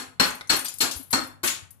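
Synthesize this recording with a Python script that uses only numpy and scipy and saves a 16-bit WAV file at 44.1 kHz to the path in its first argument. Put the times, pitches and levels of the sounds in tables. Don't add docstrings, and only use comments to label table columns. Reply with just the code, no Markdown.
import sys
import numpy as np
from scipy import signal
from scipy.fft import rfft, irfft
from scipy.io import wavfile
from scipy.ndimage import uniform_filter1d

SR = 44100
rng = np.random.default_rng(int(sys.argv[2]) if len(sys.argv) > 2 else 0)


def int16_out(signal):
    q = np.round(np.clip(np.atleast_2d(signal).T, -1, 1) * 32767)
    wavfile.write(sys.argv[1], SR, q.astype(np.int16))


N = 79380

LENGTH = 32768
AGE = np.arange(LENGTH) / SR
HZ = np.maximum(np.arange(LENGTH // 2 + 1) * SR / LENGTH, 1)
CRACKS_PER_S = 5500
CLINK_T60_S = 0.041
SHARD_ROOM_DB, SHARD_DIRECT_DB = -1, 2.5


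def undb(db):
    return 10 ** (np.asarray(db) / 20)


def unit(x):
    return x / np.sqrt(np.sum(x ** 2, axis=-1, keepdims=True))


def curve(points, hz):
    f, v = np.array(points, float).T
    return np.interp(np.log(np.maximum(hz, 1)), np.log(f), v)


def colour(x, gain):
    cepstrum = irfft(np.log(gain + 1e-5))
    cepstrum[1:LENGTH // 2] *= 2
    cepstrum[LENGTH // 2 + 1:] = 0
    return irfft(rfft(x) * np.exp(rfft(cepstrum)))


def neutral(gain):
    return gain / np.sqrt(np.mean(gain ** 2))


def hump(hz, octaves):
    distance = np.log2(HZ / hz) / octaves
    return neutral(np.exp(-distance ** 2 / 2) + 1e-3)


def ring(modes):
    total = 0
    for hz, db, t60 in modes:
        fade = np.exp(-np.log(1000) * AGE / t60)
        total = total + undb(db) * unit(np.sin(2 * np.pi * hz * AGE) * fade)
    return total


def crackle(length_s, per_s=CRACKS_PER_S, spread_db=4):
    rise_s, even_hz = 0.0022, 260
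    happens = rng.random(LENGTH) < per_s / SR
    sizes = rng.choice([-1, 1], LENGTH) * undb(spread_db * rng.standard_normal(LENGTH))
    envelope = (1 - np.exp(-AGE / rise_s)) ** 2 * np.exp(-AGE / length_s)
    burst = happens * sizes * envelope
    power = uniform_filter1d(np.abs(rfft(unit(burst))) ** 2, size=int(even_hz * LENGTH / SR))
    return unit(colour(burst, 1 / np.sqrt(power)))


def thump(hz, length_s):
    return unit(np.sin(2 * np.pi * hz * AGE) * AGE * np.exp(-2 * AGE / length_s))


def room():
    # (f/Hz, t60/s)
    decay_times = [(100, 0.37), (300, 0.35), (800, 0.42), (2000, 0.36), (5000, 0.26), (9000, 0.3),
                   (15000, 0.18)]
    # (f/Hz, level/dB, t60/s)
    standing_waves = [(256.8, -29, 0.45), (1385, -29, 0.32)]
    build_s = 0.0016
    noise = rfft(rng.standard_normal((2, LENGTH)))
    log_centres = np.log([hz for hz, _ in decay_times])
    tail = 0
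    for share, (_, t60) in zip(np.eye(len(decay_times)), decay_times):
        band = np.interp(np.log(HZ), log_centres, share)
        tail = tail + irfft(noise * band) * np.exp(-np.log(1000) * AGE / t60)
    return unit(tail * (1 - np.exp(-AGE / build_s))) + ring(standing_waves)


def near():
    early_db, early_s = 0.5, 0.0032
    right_lag_s = 0.00025
    path = np.array([undb(early_db) * crackle(early_s) for _ in range(2)])
    path[0, 0] += 1
    path[1, int(right_lag_s * SR)] += 1
    return unit(path)


def add(out, start_s, sound, echoes, direct_db):
    path = echoes + undb(direct_db) * near()
    i = int(start_s * SR)
    heard = signal.fftconvolve(sound[None], path, axes=1)[:, max(-i, 0):N - i]
    first = max(i, 0)
    out[:, first:first + heard.shape[1]] += heard


def background():
    # (f/Hz, relative level/dB per Hz)
    air_spectrum = [(25, -22), (70, -6.5), (100, -6), (140, -1.5), (300, -18), (1000, -22), (3000, -35.5),
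                    (15000, -45.5)]
    air_db, hum_db, hum_hz, hum_width_hz = -61.5, -61, 96.3, 7
    swell_db = 6
    hz = np.arange(N // 2 + 1) * SR / N
    air = irfft(rfft(rng.standard_normal((2, N))) * undb(curve(air_spectrum, hz)), N)
    resonance = 1 / (1 + ((hz - hum_hz) / hum_width_hz) ** 2)
    hum = irfft(rfft(rng.standard_normal((2, N))) * resonance, N)
    swell = undb(swell_db * (np.arange(N) / N - .5))
    return np.sqrt(N) * (undb(air_db) * unit(air) + undb(hum_db) * unit(hum) * swell)


def bumps(out, echoes):
    # (t/s, level/dB, f/Hz)
    bump_list = [(0.954, -14, 73), (0.995, -13, 261), (1.433, -4.5, 350), (1.622, -19.5, 104)]
    for start, db, hz in bump_list:
        add(out, start, undb(db) * thump(hz, 0.014), undb(-26) * echoes, direct_db=0.0)


def knock(out, echoes):
    # (f/Hz, relative level/dB, t60/s)
    piece_modes = [(1306, -5, 0.06), (1520, 3, 0.022), (2100, 6.5, 0.015), (3730, 2.5, 0.0066),
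                   (4100, -1.5, 0.0027), (5100, -5.5, 0.0098), (10100, -6, 0.016)]
    start_s, knock_db, room_db = .4101, -19.5, -8.5
    add(out, start_s, undb(knock_db) * ring(piece_modes), undb(room_db) * echoes, direct_db=0.5)


def clinks(out, echoes):
    # (t/s, main mode f/Hz, second mode f/Hz, level/dB)
    clink_list = [(0.305, 8400, 6490, -15), (0.473, 6220, 10300, -28), (0.590, 9750, 8700, -9),
                  (0.647, 11740, 8550, -8), (0.650, 2516, 3500, -16.5), (0.657, 4750, 5920, -9.5),
                  (0.683, 7020, 10790, -10.5), (0.718, 5070, 3940, -24), (0.7395, 9450, 12210, -16),
                  (0.7845, 9470, 12370, -12.5), (1.706, 10270, 12070, -25.5)]
    second_db, tick_db = -1.5, -2
    for start, hz, second_hz, db in clink_list:
        tick = undb(tick_db) * colour(crackle(0.0006), hump(hz, 0.84))
        modes = ring([(hz, 0, CLINK_T60_S), (second_hz, second_db, CLINK_T60_S)])
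        add(out, start, undb(db) * (modes + tick), undb(SHARD_ROOM_DB) * echoes, SHARD_DIRECT_DB)


def grit(out, echoes):
    # (t/s, fading time/s, level/dB)
    patches = [(0.258, 0.017, -10), (0.348, 0.0033, -18.5), (0.557, 0.0054, -2.5), (0.600, 0.025, -12.5),
               (0.685, 0.0092, -16), (0.920, 0.002, -20), (0.955, .025, -9), (1.025, 0.004, -18),
               (1.080, 0.0066, -33.5), (1.105, 0.004, -5.5), (1.235, .012, -23.5), (1.268, 0.004, -22.5)]
    grains_per_s, spread_db = 1600, 6.5
    centre_hz, octaves = 11170, .19
    for start, length, db in patches:
        grains = colour(crackle(length, grains_per_s, spread_db), hump(centre_hz, octaves))
        add(out, start, undb(db) * grains, undb(SHARD_ROOM_DB) * echoes, SHARD_DIRECT_DB)


def breaks(out):
    # (t/s, fading time/s, level/dB, centre f/Hz, width/octaves)
    break_list = [(0.219, 0.033, 3, 1390, 1.65), (0.529, 0.0051, 3.5, 1150, 2.23),
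                  (0.669, 0.0032, -14.5, 4300, 0.65), (0.827, 0.0092, -3.5, 583, 1.35),
                  (0.911, 0.0024, -1.5, 5560, .9), (1.102, .008, -13.5, 5000, 3.3),
                  (1.127, .003, 3, 7000, 0.45), (1.459, 0.0028, -0.5, 10500, 0.28),
                  (1.471, 0.005, 6, 4170, 1.21), (1.499, 0.0024, -2.5, 6880, 0.081),
                  (1.544, .008, -11, 3500, 0.83)]
    for start, length, db, hz, octaves in break_list:
        add(out, start, undb(db) * colour(crackle(length), hump(hz, octaves)), room(), direct_db=-1.5)


def debris():
    out = np.zeros((2, N))
    breaks(out)
    echoes = room()
    for source in (grit, clinks, knock, bumps):
        source(out, echoes)
    return out


def chips():
    count, mean_delay_s, chip_db, spread_db = 10, .06, -15, 7
    low_hz, high_hz = 3175, 12470
    out = np.zeros(LENGTH)
    for wait, pitch, size in rng.random((count, 3)):
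        i = min(int(2 * wait * mean_delay_s * SR), LENGTH // 2)
        hz = low_hz * (high_hz / low_hz) ** pitch
        level = undb(chip_db + spread_db * (size - 2 * wait))
        out[i:] += level * ring([(hz, 0, CLINK_T60_S)])[:LENGTH - i]
    return out


def steel_head():
    # (f/Hz, relative level/dB, t60/s)
    head_modes = [(4317, 12, 0.024), (4214, -2, 0.014), (5180, -4, 0.11), (5606, 0, .035),
                  (8080, 2.5, .022)]
    return ring(head_modes) * (1 - np.exp(-AGE / 0.0013))


def fracture(length_s, tone_db):
    # (f/Hz, relative level/dB per Hz)
    fracture_spectrum = [(40, -11.5), (130, -4), (270, 8), (600, 0), (1400, 8.5), (2200, 1), (3200, -2),
                         (5500, -11.5), (7600, -8.5), (8900, -20.5), (10500, -11), (15000, -22.5)]
    tone_centres = [260, 1350, 4600, 11500]
    tone = undb(curve(list(zip(tone_centres, tone_db)), HZ))
    gain = neutral(undb(curve(fracture_spectrum, HZ))) * tone
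    return colour(crackle(length_s), gain)


def hammer():
    # (t/s, crack fading time/s, bass/dB, middle/dB, presence/dB, treble/dB,
    # steel ring/dB, floor thud/dB, direct sound/dB)
    blows = [(-0.090, 0.0042, -4, -7.5, 4.5, 12, 5, -9, -4), (0.197, 0.003, 0.5, -2, 4, 3.5, 8.5, -1.5, -3),
             (0.494, 0.0046, -4, -5, 6.5, 7.5, 11.5, -8.5, -13.5),
             (0.8034, 0.005, -4, -10.5, 8, 12, 5.5, -20, -10),
             (1.1291, 0.0038, 0, -4, -3.5, 1, 6.5, -26, -3),
             (1.4308, 0.0082, -9, -9.5, 1.5, 9.5, -12, -13.5, -13.5)]
    crack_db, steel_base_db, thud_base_db = 12, -7, 1.5
    thud_hz, thud_s = 55.6, 0.0039
    out = np.zeros((2, N))
    head = steel_head()
    for start, length, *tone_db, steel_db, thud_db, direct_db in blows:
        crack = undb(crack_db) * fracture(length, tone_db)
        steel = undb(steel_base_db + steel_db) * head
        thud = undb(thud_base_db + thud_db) * thump(thud_hz, thud_s)
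        echoes = room()
        add(out, start, crack + steel + chips(), echoes, direct_db)
        add(out, start, thud, undb(-12.5) * echoes, direct_db=-3)
    return out


def scene():
    return background() + debris() + hammer()


def record(dry):
    # (f/Hz, level/dB)
    left_minus_right = [(50, 10.5), (125, 6), (250, 4.5), (500, 1), (1200, 0.5), (2200, -0.5), (3200, 3.5),
                        (4300, 12), (5500, 6.5), (7000, 7.5), (8200, 23.5), (10000, 11.5), (14000, 15.5)]
    low_cut_hz, ceiling, top_hz = 28, .92, 15250
    ratio = undb(curve(left_minus_right, np.arange(N + 1) * SR / (2 * N)))
    gains = np.array([ratio, np.ones(N + 1)]) * np.sqrt(2 / (1 + ratio ** 2))
    heard = irfft(rfft(dry, 2 * N) * gains)[:, :N]
    heard = signal.sosfilt(signal.butter(2, low_cut_hz, "high", fs=SR, output="sos"), heard)
    heard = heard / (1 + (heard / ceiling) ** 6) ** (1 / 6)
    return signal.sosfilt(signal.ellip(8, .2, 70, top_hz, fs=SR, output="sos"), heard)


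dry = scene()
out = record(dry)
int16_out(out)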